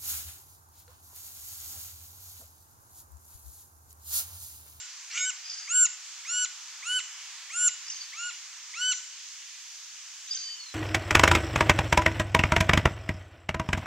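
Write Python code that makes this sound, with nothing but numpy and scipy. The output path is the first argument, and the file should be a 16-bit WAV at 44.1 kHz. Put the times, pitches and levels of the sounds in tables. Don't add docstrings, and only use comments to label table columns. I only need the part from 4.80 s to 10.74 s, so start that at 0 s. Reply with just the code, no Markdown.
import sys
import numpy as np
from scipy import signal
from scipy.fft import rfft, irfft, next_fast_len
from scipy.io import wavfile
from scipy.ndimage import uniform_filter1d

SR = 44100
rng = np.random.default_rng(int(sys.argv[2]) if len(sys.argv) > 2 else 0)


def linear_from_db(decibels):
    return 10 ** (np.asarray(decibels, float) / 20)


def int16_out(signal):
    q = np.round(np.clip(np.atleast_2d(signal).T, -1, 1) * 32767)
    wavfile.write(sys.argv[1], SR, q.astype(np.int16))


N = 261954
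LEAD_S = 0.4
TIME = np.arange(N + int(LEAD_S * SR)) / SR - LEAD_S


def band(x, hz, width):
    return signal.lfilter(*signal.iirpeak(hz, hz / width, fs=SR), x)


def walk(rate, size):
    k = int(SR / rate)
    held = np.repeat(rng.standard_normal(size // k + 1), k)
    return 1.3 * uniform_filter1d(uniform_filter1d(held, k), k)[:size]


def on_log(hz, table):
    table_hz, values = np.transpose(table)
    return np.interp(np.log(hz), np.log(table_hz), values)


def woodpecker():
    # start_s, drop_end_s, held_pitch_hz, drift_hz_per_s, swell_of_overtones_4_and_5_db_per_s
    series = [
        (0.296, 0.516, 1458, 641, 59),
        (0.8717, 1.072, 1480, -310, 85),
        (1.4447, 1.662, 1456, 261, 18),
        (2.0193, 2.206, 1482, 378, 15),
        (2.6938, 2.8966, 1448, 230, 106),
        (3.3187, 3.5134, 1405, 746, -21),
        (3.9332, 4.1363, 1484, 198.5, 59),
    ]
    # overtone_1_db, overtone_2_db, overtone_4_db, overtone_5_db, overtone_2_below_null_db
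    overtone_levels = [(-39, -36.5, -41.5, -35.5, -2), (-34, -37, -40.5, -20, 1.5),
                       (-38, -32.5, -34.5, -28.5, -5.5), (-35.5, -28, -45.5, -37.5, -8),
                       (-35, -36, -41, -26, -0.5), (-36, -37.5, -45, -37, -1.5),
                       (-35, -28.5, -35.5, -34.5, -6)]
    # overtone_3_db, overtone_6_db, overtone_7_db, overtone_8_db, overtone_9_db
    beak_colours = [(-23, -25, -35, -61, -51), (-17, -6, -15, -29, -49), (-9, -12.5, -19, -53, -41),
                    (-15, -14, -16.5, -36, -34), (-18.5, -3.5, -10, -31, -39), (-18, -26, -36, -59, -55),
                    (-10.5, -23, -27, -38, -40)]
    # fundamental_db, overtones_2_3_db, higher_overtones_db
    head_aim = [(-0.5, 1, -3), (-5, 4, -4.5), (-2, -0.5, -3.5), (-4.5, 1.5, 9), (-3.5, 3.5, -4),
                (-5.5, 6.5, 4.5), (1, -1.5, 5)]
    voices = list(zip(series, overtone_levels, beak_colours))
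    calls = [call(*voice, hoarse=(k == 0)) for k, voice in enumerate(voices)]
    earlier = linear_from_db(3.5) * call(*voices[2], hoarse=False, shift_s=-1.719)
    away = np.zeros(len(TIME))
    for edges_hz, aim_db in zip(((900, 1900), (1900, 5000), (5000, 8000)), np.transpose(head_aim)):
        sos = signal.butter(4, edges_hz, "band", fs=SR, output="sos")
        away += signal.sosfilt(sos, linear_from_db(aim_db) @ calls + earlier)
    return sum(calls), away


def call(row, levels, beak, hoarse, shift_s=0.0):
    # time_s, half_tones_db, rasp_db, pitch_jitter_rad
    hoarseness = [
        (.29, -70, -52, .7),
        (.325, -52, -38, .45),
        (.398, -42, -37, .25),
        (.412, -39, -48, .07),
        (.455, -41.5, -49, .075),
        (.467, -67, -64, .021),
        (.521, -71, -66, .021),
    ]
    # multiple_of_pitch, level_db
    half_tones = [(1.5, 4), (2.5, -2.5), (3.5, -3.5), (4.5, 10), (5.5, -32)]
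    # centre_hz, width_hz, level_db
    rasp_bands = [(1720, 480, -2.5), (2320, 240, 7), (2750, 810, 1.5), (4400, 270, 0), (5200, 310, -2),
                  (5900, 350, -1), (6600, 350, -5), (7400, 440, 2)]
    start, end = row[:2]
    span = slice(*np.searchsorted(TIME, [start + shift_s, end + 0.008 + shift_s]))
    t = TIME[span] - shift_s
    size = len(t)
    hz, db1, db2, db4, db5 = arch(row, levels, t)
    times, *curves = np.transpose(hoarseness)
    half_db, rasp_db, jitter = (np.interp(t, times, curve) for curve in curves)
    rough = hoarse * jitter
    fall = uniform_filter1d(np.clip(-np.gradient(hz) * SR / 25000, 0, 1), 100)
    phase = 2 * np.pi * np.cumsum(hz) / SR + (rough + 0.012 + 0.22 * fall) * walk(900, size)

    effort_db = 10 * np.log10(linear_from_db(2 * db1) + linear_from_db(2 * db2) + linear_from_db(2 * db5))
    effort_db = effort_db - effort_db.max()
    top_db = db1.max() + 0.49 * effort_db
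    tones = [(1, db1), (2, db2), (3, top_db + beak[0] + 12 * fall), (4, db4), (5, db5)]
    tones += [(6 + k, top_db + db + 0.13 * k * effort_db) for k, db in enumerate(beak[1:])]
    if hoarse:
        tones += [(k, half_db + db) for k, db in half_tones]

    sound = np.zeros(size)
    for k, db in tones:
        tremble_db = (0.5 + 4 * rough) * walk(120, size) - 6.9 * rough
        sound += linear_from_db(db + tremble_db) * np.sqrt(2) * np.sin(k * phase + k * k)
    if hoarse:
        noise = rng.standard_normal(size) * linear_from_db(4 * walk(400, size))
        rasp = np.zeros(size)
        for centre_hz, width_hz, db in rasp_bands:
            throat = band(band(noise, centre_hz, width_hz), centre_hz, width_hz)
            rasp += linear_from_db(db + 3.5 * walk(62, size)) * throat
        sound += linear_from_db(rasp_db) * rasp / rasp.std()
    out = np.zeros(len(TIME))
    out[span] = sound * signal.windows.tukey(size, 0.06)
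    return out


def arch(row, levels, t):
    # after_start_s, below_held_pitch_hz
    climb = [(0, 591), (.012, 352.5), (.022, 222), (.05, 81.5), (.08, 3.5), (.12, -5.5)]
    # after_end_s, below_held_pitch_hz
    fall_off = [(-.045, -1), (-.024, 16), (-.015, 76.5), (-.008, 233.5), (0, 500), (.006, 541.5)]
    # pitch_hz, then gain of overtones 1, 2, 4, 5 in dB
    slack = [(890, -40, -14, -28, -39), (1062, -21.5, -4.5, -22, -31.5), (1260, -20.5, -11, -16, -15),
             (1389, -5.5, -4, -7, -3), (1498.4, 1.5, -0.5, -2.5, -1.5)]
    # time_s, overtone, gain_db, half_width_s
    crossings = [(.432, 2, -18, .02), (.428, 4, -16, .022), (.49, 2, -10, .006), (.942, 2, -20, .008),
                 (1.02, 2, -18, .02), (.935, 5, -5, .008), (1.049, 5, -7, .009), (1.061, 5, 1.5, .0025),
                 (1.525, 2, -14, .008), (1.64, 2, -8, .01), (1.649, 5, 6, .003), (2.105, 4, -14, .012),
                 (2.108, 5, -14, .01), (2.075, 5, 6, .012), (2.784, 2, -26, .017), (2.874, 2, -12, .006),
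                 (2.752, 4, -14, .01), (2.752, 5, -9, .006), (3.362, 2, -14, .006), (3.484, 2, -20, .011),
                 (4.0, 2, -18, .011), (4.124, 5, 6, .005), (3.985, 5, -8, .01)]
    start, end, held_hz, drift, swell = row
    late = t - start - 0.1
    hz = held_hz + drift * late
    hz = hz - np.interp(t - start, *np.transpose(climb)) - np.interp(t - end, *np.transpose(fall_off))
    hz = uniform_filter1d(hz, size=130)
    slack_hz, *slack_db = np.transpose(slack)
    loss = [np.interp(hz, slack_hz, curve) for curve in slack_db]

    def cross(order):
        return sum(db * np.exp(-((t - s) / width) ** 2) for s, k, db, width in crossings if round(k) == order)

    null_hz, null_width_hz = 1455, 13
    second = cross(2) + levels[4] / (1 + np.exp((hz - null_hz) / null_width_hz))
    snap = 5.5 * np.exp(-((t - end + 0.014) / 0.005) ** 2)
    extra = (14 * late, second + snap, swell * late + cross(4), swell * late + cross(5))
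    return hz, *(db + a + b for db, a, b in zip(levels, loss, extra))


def second_bird():
    # start_s, length_s, first_hz, last_hz,
    # level_db
    squeaks = [(0.64, .032, 4900, 5020, -46.5), (0.693, .014, 4880, 5240, -35.5),
               (0.702, 0.014, 5200, 6100, -41), (.708, 0.018, 4950, 4760, -40.5),
               (0.774, 0.0092, 4700, 4730, -50), (0.821, 0.062, 4830, 4700, -50.5),
               (3.061, 0.016, 4370, 5400, -41), (3.079, .01, 4900, 5200, -36),
               (3.086, 0.024, 5610, 5670, -43), (3.097, 0.025, 6250, 6340, -40.5),
               (3.115, .016, 4600, 5400, -38), (3.128, .055, 6220, 6320, -51),
               (3.14, .013, 4400, 4500, -44.5), (3.17, .09, 4580, 4470, -54),
               (5.487, 0.025, 4020, 5670, -43), (5.492, 0.019, 3240, 3650, -50),
               (5.507, 0.017, 4803, 4830, -28), (5.516, 0.024, 6770, 7540, -41.5),
               (5.52, 0.011, 4930, 4650, -29.5), (5.529, 0.0086, 4900, 6000, -28.5),
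               (5.535, .01, 5930, 5600, -40), (5.546, 0.0065, 4700, 5100, -28.5),
               (5.563, .008, 5900, 5200, -51), (5.572, 0.006, 4590, 4680, -29.5),
               (.648, .06, 2450, 2560, -59),
        (3.069, .04, 2540, 2960, -54),
        (3.16, .012, 3100, 3170, -52),
        (5.68, .016, 2580, 2560, -53),
        (5.682, .018, 1780, 1950, -52),
    ]
    steady_db, flutter_range_db = -31, 22
    out = np.zeros(len(TIME))
    flutter = walk(180, len(TIME))
    for s, length, hz0, hz1, db in squeaks:
        depth = np.clip((steady_db - db) / flutter_range_db, 0, 1)
        i, size = int((s + LEAD_S) * SR), int(length * SR)
        shape = signal.windows.tukey(size, min(0.013 / length, 1.0))
        phase = 2 * np.pi * np.cumsum(np.linspace(hz0, hz1, size)) / SR
        phase = phase + 1.1 * depth * flutter[i - 500:][:size]
        level = linear_from_db(db + 6.8 * depth * flutter[i:i + size])
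        out[i:i + size] += level * np.sqrt(2) * shape * np.sin(phase)
    return out


def whistle():
    # time_s, pitch_hz, effort_db
    path = [
        (5.546, 1570, -46),
        (5.566, 1560, -42),
        (5.6, 1558, -42),
        (5.755, 1528, -42),
        (5.8, 1490, -43),
        (5.845, 1425, -49),
        (5.89, 1372, -46),
        (5.93, 1325, -58),
    ]
    # overtone, level_db, strongest_at_s, fading_over_s
    overtones = [(1, -10, 5.575, 0.011), (2, -2, 5.555, 0.011), (2, -7.5, 5.725, 0.12), (3, 2, 5.75, 0.46),
                 (4, 12, 5.556, 0.0084), (4, -11, 5.62, .05)]
    # time_s, half_width_s
    breaks = [
        (5.774, .025),
        (5.85, .009),
        (5.879, .0065),
        (5.903, .0055),
    ]
    s, hz, db = np.transpose(path)
    flutter = 0.21 * walk(180, len(TIME))
    phase = 2 * np.pi * np.cumsum(np.interp(TIME, s, hz)) / SR + 0.5 * flutter
    effort_db = np.interp(TIME, s, db, left=-120, right=-120) + 5.7 * flutter
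    effort = uniform_filter1d(linear_from_db(effort_db), size=100)
    gate = np.clip((TIME - 5.582) / 0.004, 0, 1)
    for at, width in breaks:
        gate = gate * (1 - 0.9 * np.exp(-((TIME - at) / width) ** 4))
    sound = np.zeros(len(TIME))
    for k, level_db, at, width in overtones:
        turn = linear_from_db(level_db) * np.exp(-((TIME - at) / width) ** 2)
        sound += turn * (gate if k == 3 else 1) * np.sin(k * phase)
    return effort * np.sqrt(2) * sound


def chatter():
    # start_s, hold_s, centre_hz, level_db, upper_band_level_db
    bursts = [
        (0.65, 0.039, 4900, -43.5, -52),
        (.69, 0.11, 4880, -41, -45),
        (3.074, .012, 5150, -43, -56),
        (3.102, 0.14, 4850, -49, -47.5),
        (5.466, 0.082, 3620, -48.5, -46),
        (5.566, 0.076, 4580, -43.5, -43),
    ]
    rise_s, fade_db_s = 0.013, 248
    out = np.zeros(len(TIME))
    t = np.arange(SR // 3) / SR
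    for s, hold, hz, low_db, high_db in bursts:
        shape = np.clip(t / rise_s, 0, 1) * linear_from_db(-fade_db_s * np.clip(t - hold, 0, 1))
        for centre_hz, db, width in ((hz, low_db, 650), (6200, high_db, 900)):
            grains = rng.standard_normal(len(t)) * linear_from_db(2.0 * walk(150, len(t)))
            grains = band(band(grains, centre_hz, width), centre_hz, width)
            out[int((s + LEAD_S) * SR):][:len(t)] += linear_from_db(db - 2) * shape * grains / grains.std()
    return out


def ports(x, lag, pan_db):
    turn = np.exp(-1j * np.pi * np.fft.rfftfreq(len(x)) * lag)
    left = linear_from_db(pan_db / 2) * irfft(rfft(x) * turn, len(x))
    right = linear_from_db(-pan_db / 2) * irfft(rfft(x) / turn, len(x))
    return np.array([left, right])


def woods(x, near_db, far_db, wall_db, t60_near=0.29, t60_far=0.81, wall_s=0.0626):
    t = np.arange(int(0.9 * SR)) / SR
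    tail = linear_from_db(near_db - 60 * t / t60_near) + linear_from_db(far_db - 60 * t / t60_far)
    tail = tail * np.clip(t / 0.014, 0, 1)
    shape = tail + linear_from_db(wall_db) * np.exp(-((t - wall_s) / 0.0062) ** 2)
    common, apart = rng.standard_normal(len(t)), rng.standard_normal((2, len(t)))
    bright = signal.lfilter(*signal.butter(1, 2000, "high", fs=SR), x)
    return signal.fftconvolve(bright[None], shape * (1.06 * common + 0.73 * apart), axes=1)[:, :len(x)]


def leaves():
    # frequency_hz, density_db_per_hz
    hiss = [(100, -56), (200, -48), (600, -24), (1000, -9), (2100, -3), (3400, -2.5), (3950, -4.5),
            (4600, -1), (6600, 3), (7600, -4.5), (8600, -14), (10500, -22), (13000, -25), (15600, -28)]
    # frequency_hz, likeness_0_to_1
    likeness = [(60, 0.06), (130, 0.6), (290, 0.86), (640, 0.96), (1410, 1), (3100, 0.7), (6820, 0),
                (15000, 0)]
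    # frequency_hz, left_minus_right_db
    tilt = [(60, 6), (110, 0), (200, 0), (380, -4), (700, 1), (1290, -1.5), (2380, -1.5), (4400, -1),
            (8120, -1.5), (15000, 1)]
    # time_s, level_db
    breeze = [
        (0, -2),
        (2.5, 1),
        (3.5, -2),
        (4.5, -4),
        (5.94, -3),
    ]
    size = next_fast_len(N)
    hz = np.maximum(np.fft.rfftfreq(size, 1 / SR), 1)
    alike = np.clip(on_log(hz, likeness), 0, 1) * np.clip(hz / 420, 0, 1)
    common = rfft(ports(rng.standard_normal(size), lag=1.0, pan_db=0.0))
    apart = rfft(rng.standard_normal((2, size)))
    both = np.sqrt(alike) * common + np.sqrt(1 - alike) * apart
    both *= linear_from_db(on_log(hz, hiss) + np.array([[0.5], [-0.5]]) * on_log(hz, tilt))
    swell = walk(1.0, N)
    breeze_db = np.interp(np.arange(N) / SR, *np.transpose(breeze))
    out = np.zeros((2, N))
    for octave in np.arange(6, 14.4, 0.5):
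        share = np.cos(np.clip(np.log2(hz) - octave, -0.5, 0.5) * np.pi) ** 2
        flicker_db = (1.0 + 0.89 * np.clip(10 - octave, 0, 1)) * walk(9, N)
        db = swell / 2 + flicker_db + breeze_db * np.clip((11.6 - octave) / 1.19, 0, 1)
        out += linear_from_db(db) * irfft(both * share, size)[:, :N]
    return out * linear_from_db(-46.5) / out.mean(0)[-N // 4:].std()


def thumps():
    # time_s, peak_db
    puffs = [(0.203, -81), (0.836, -76), (1.503, -74), (1.609, -77), (1.868, -87), (2.004, -79),
             (2.328, -82), (2.672, -86), (3.53, -92)]
    out = np.zeros((2, N))
    for (s, db), noise in zip(puffs, rng.standard_normal((len(puffs), 3, 700))):
        puff = np.hanning(700) * (noise[0] + 1.5 * noise[1:])
        out[:, int(s * SR):][:, :700] += linear_from_db(db + 12) * puff
    for _ in range(3):
        out = band(out, 290, 300)
    return out


def scene():
    near, away = woodpecker()
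    far = second_bird() + whistle() + chatter()
    birds = ports(near, lag=0.45, pan_db=-0.6) + woods(away, near_db=-44, far_db=-52.5, wall_db=-56.5)
    birds += ports(far, lag=-2.0, pan_db=-0.5) + woods(far, near_db=-43.0, far_db=-54, wall_db=-49.0)
    birds = signal.sosfilt(signal.butter(4, 600, "high", fs=SR, output="sos"), birds)
    return birds[:, -N:] + leaves() + thumps()


def thin_treble(x, mask_db=-42.5, hold=0.55, slope_db=-1.1, patchy_db=2.2):
    hz, t, z = signal.stft(x, SR, nperseg=1024)
    hz = hz[:, None]
    power = np.abs(z.mean(0)) ** 2
    total = power.sum(0)
    loud = signal.lfilter([1 - hold], [1, -hold], total)
    local = uniform_filter1d(uniform_filter1d(power, size=9, axis=0), size=3, axis=1)
    patches = rng.standard_normal((len(hz) // 8 + 1, len(t) // 2 + 1))
    patches = np.repeat(np.repeat(patches, 8, axis=0), 2, axis=1)[:len(hz), :len(t)]
    limit_db = mask_db + slope_db * (hz - 11000) / 1000 + patchy_db * patches
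    limit = linear_from_db(2 * limit_db) * loud ** 0.45 * total.min() ** 0.55
    kept = ((local > limit) | (hz < 8700)) * (hz < 15740)
    return signal.istft(z * kept, SR, nperseg=1024)[1][:, :N]


def roll_off(x):
    return signal.sosfilt(signal.butter(12, 15740, fs=SR, output="sos"), x)


def record(dry):
    return roll_off(thin_treble(dry))


dry = scene()
out = record(dry)
int16_out(out)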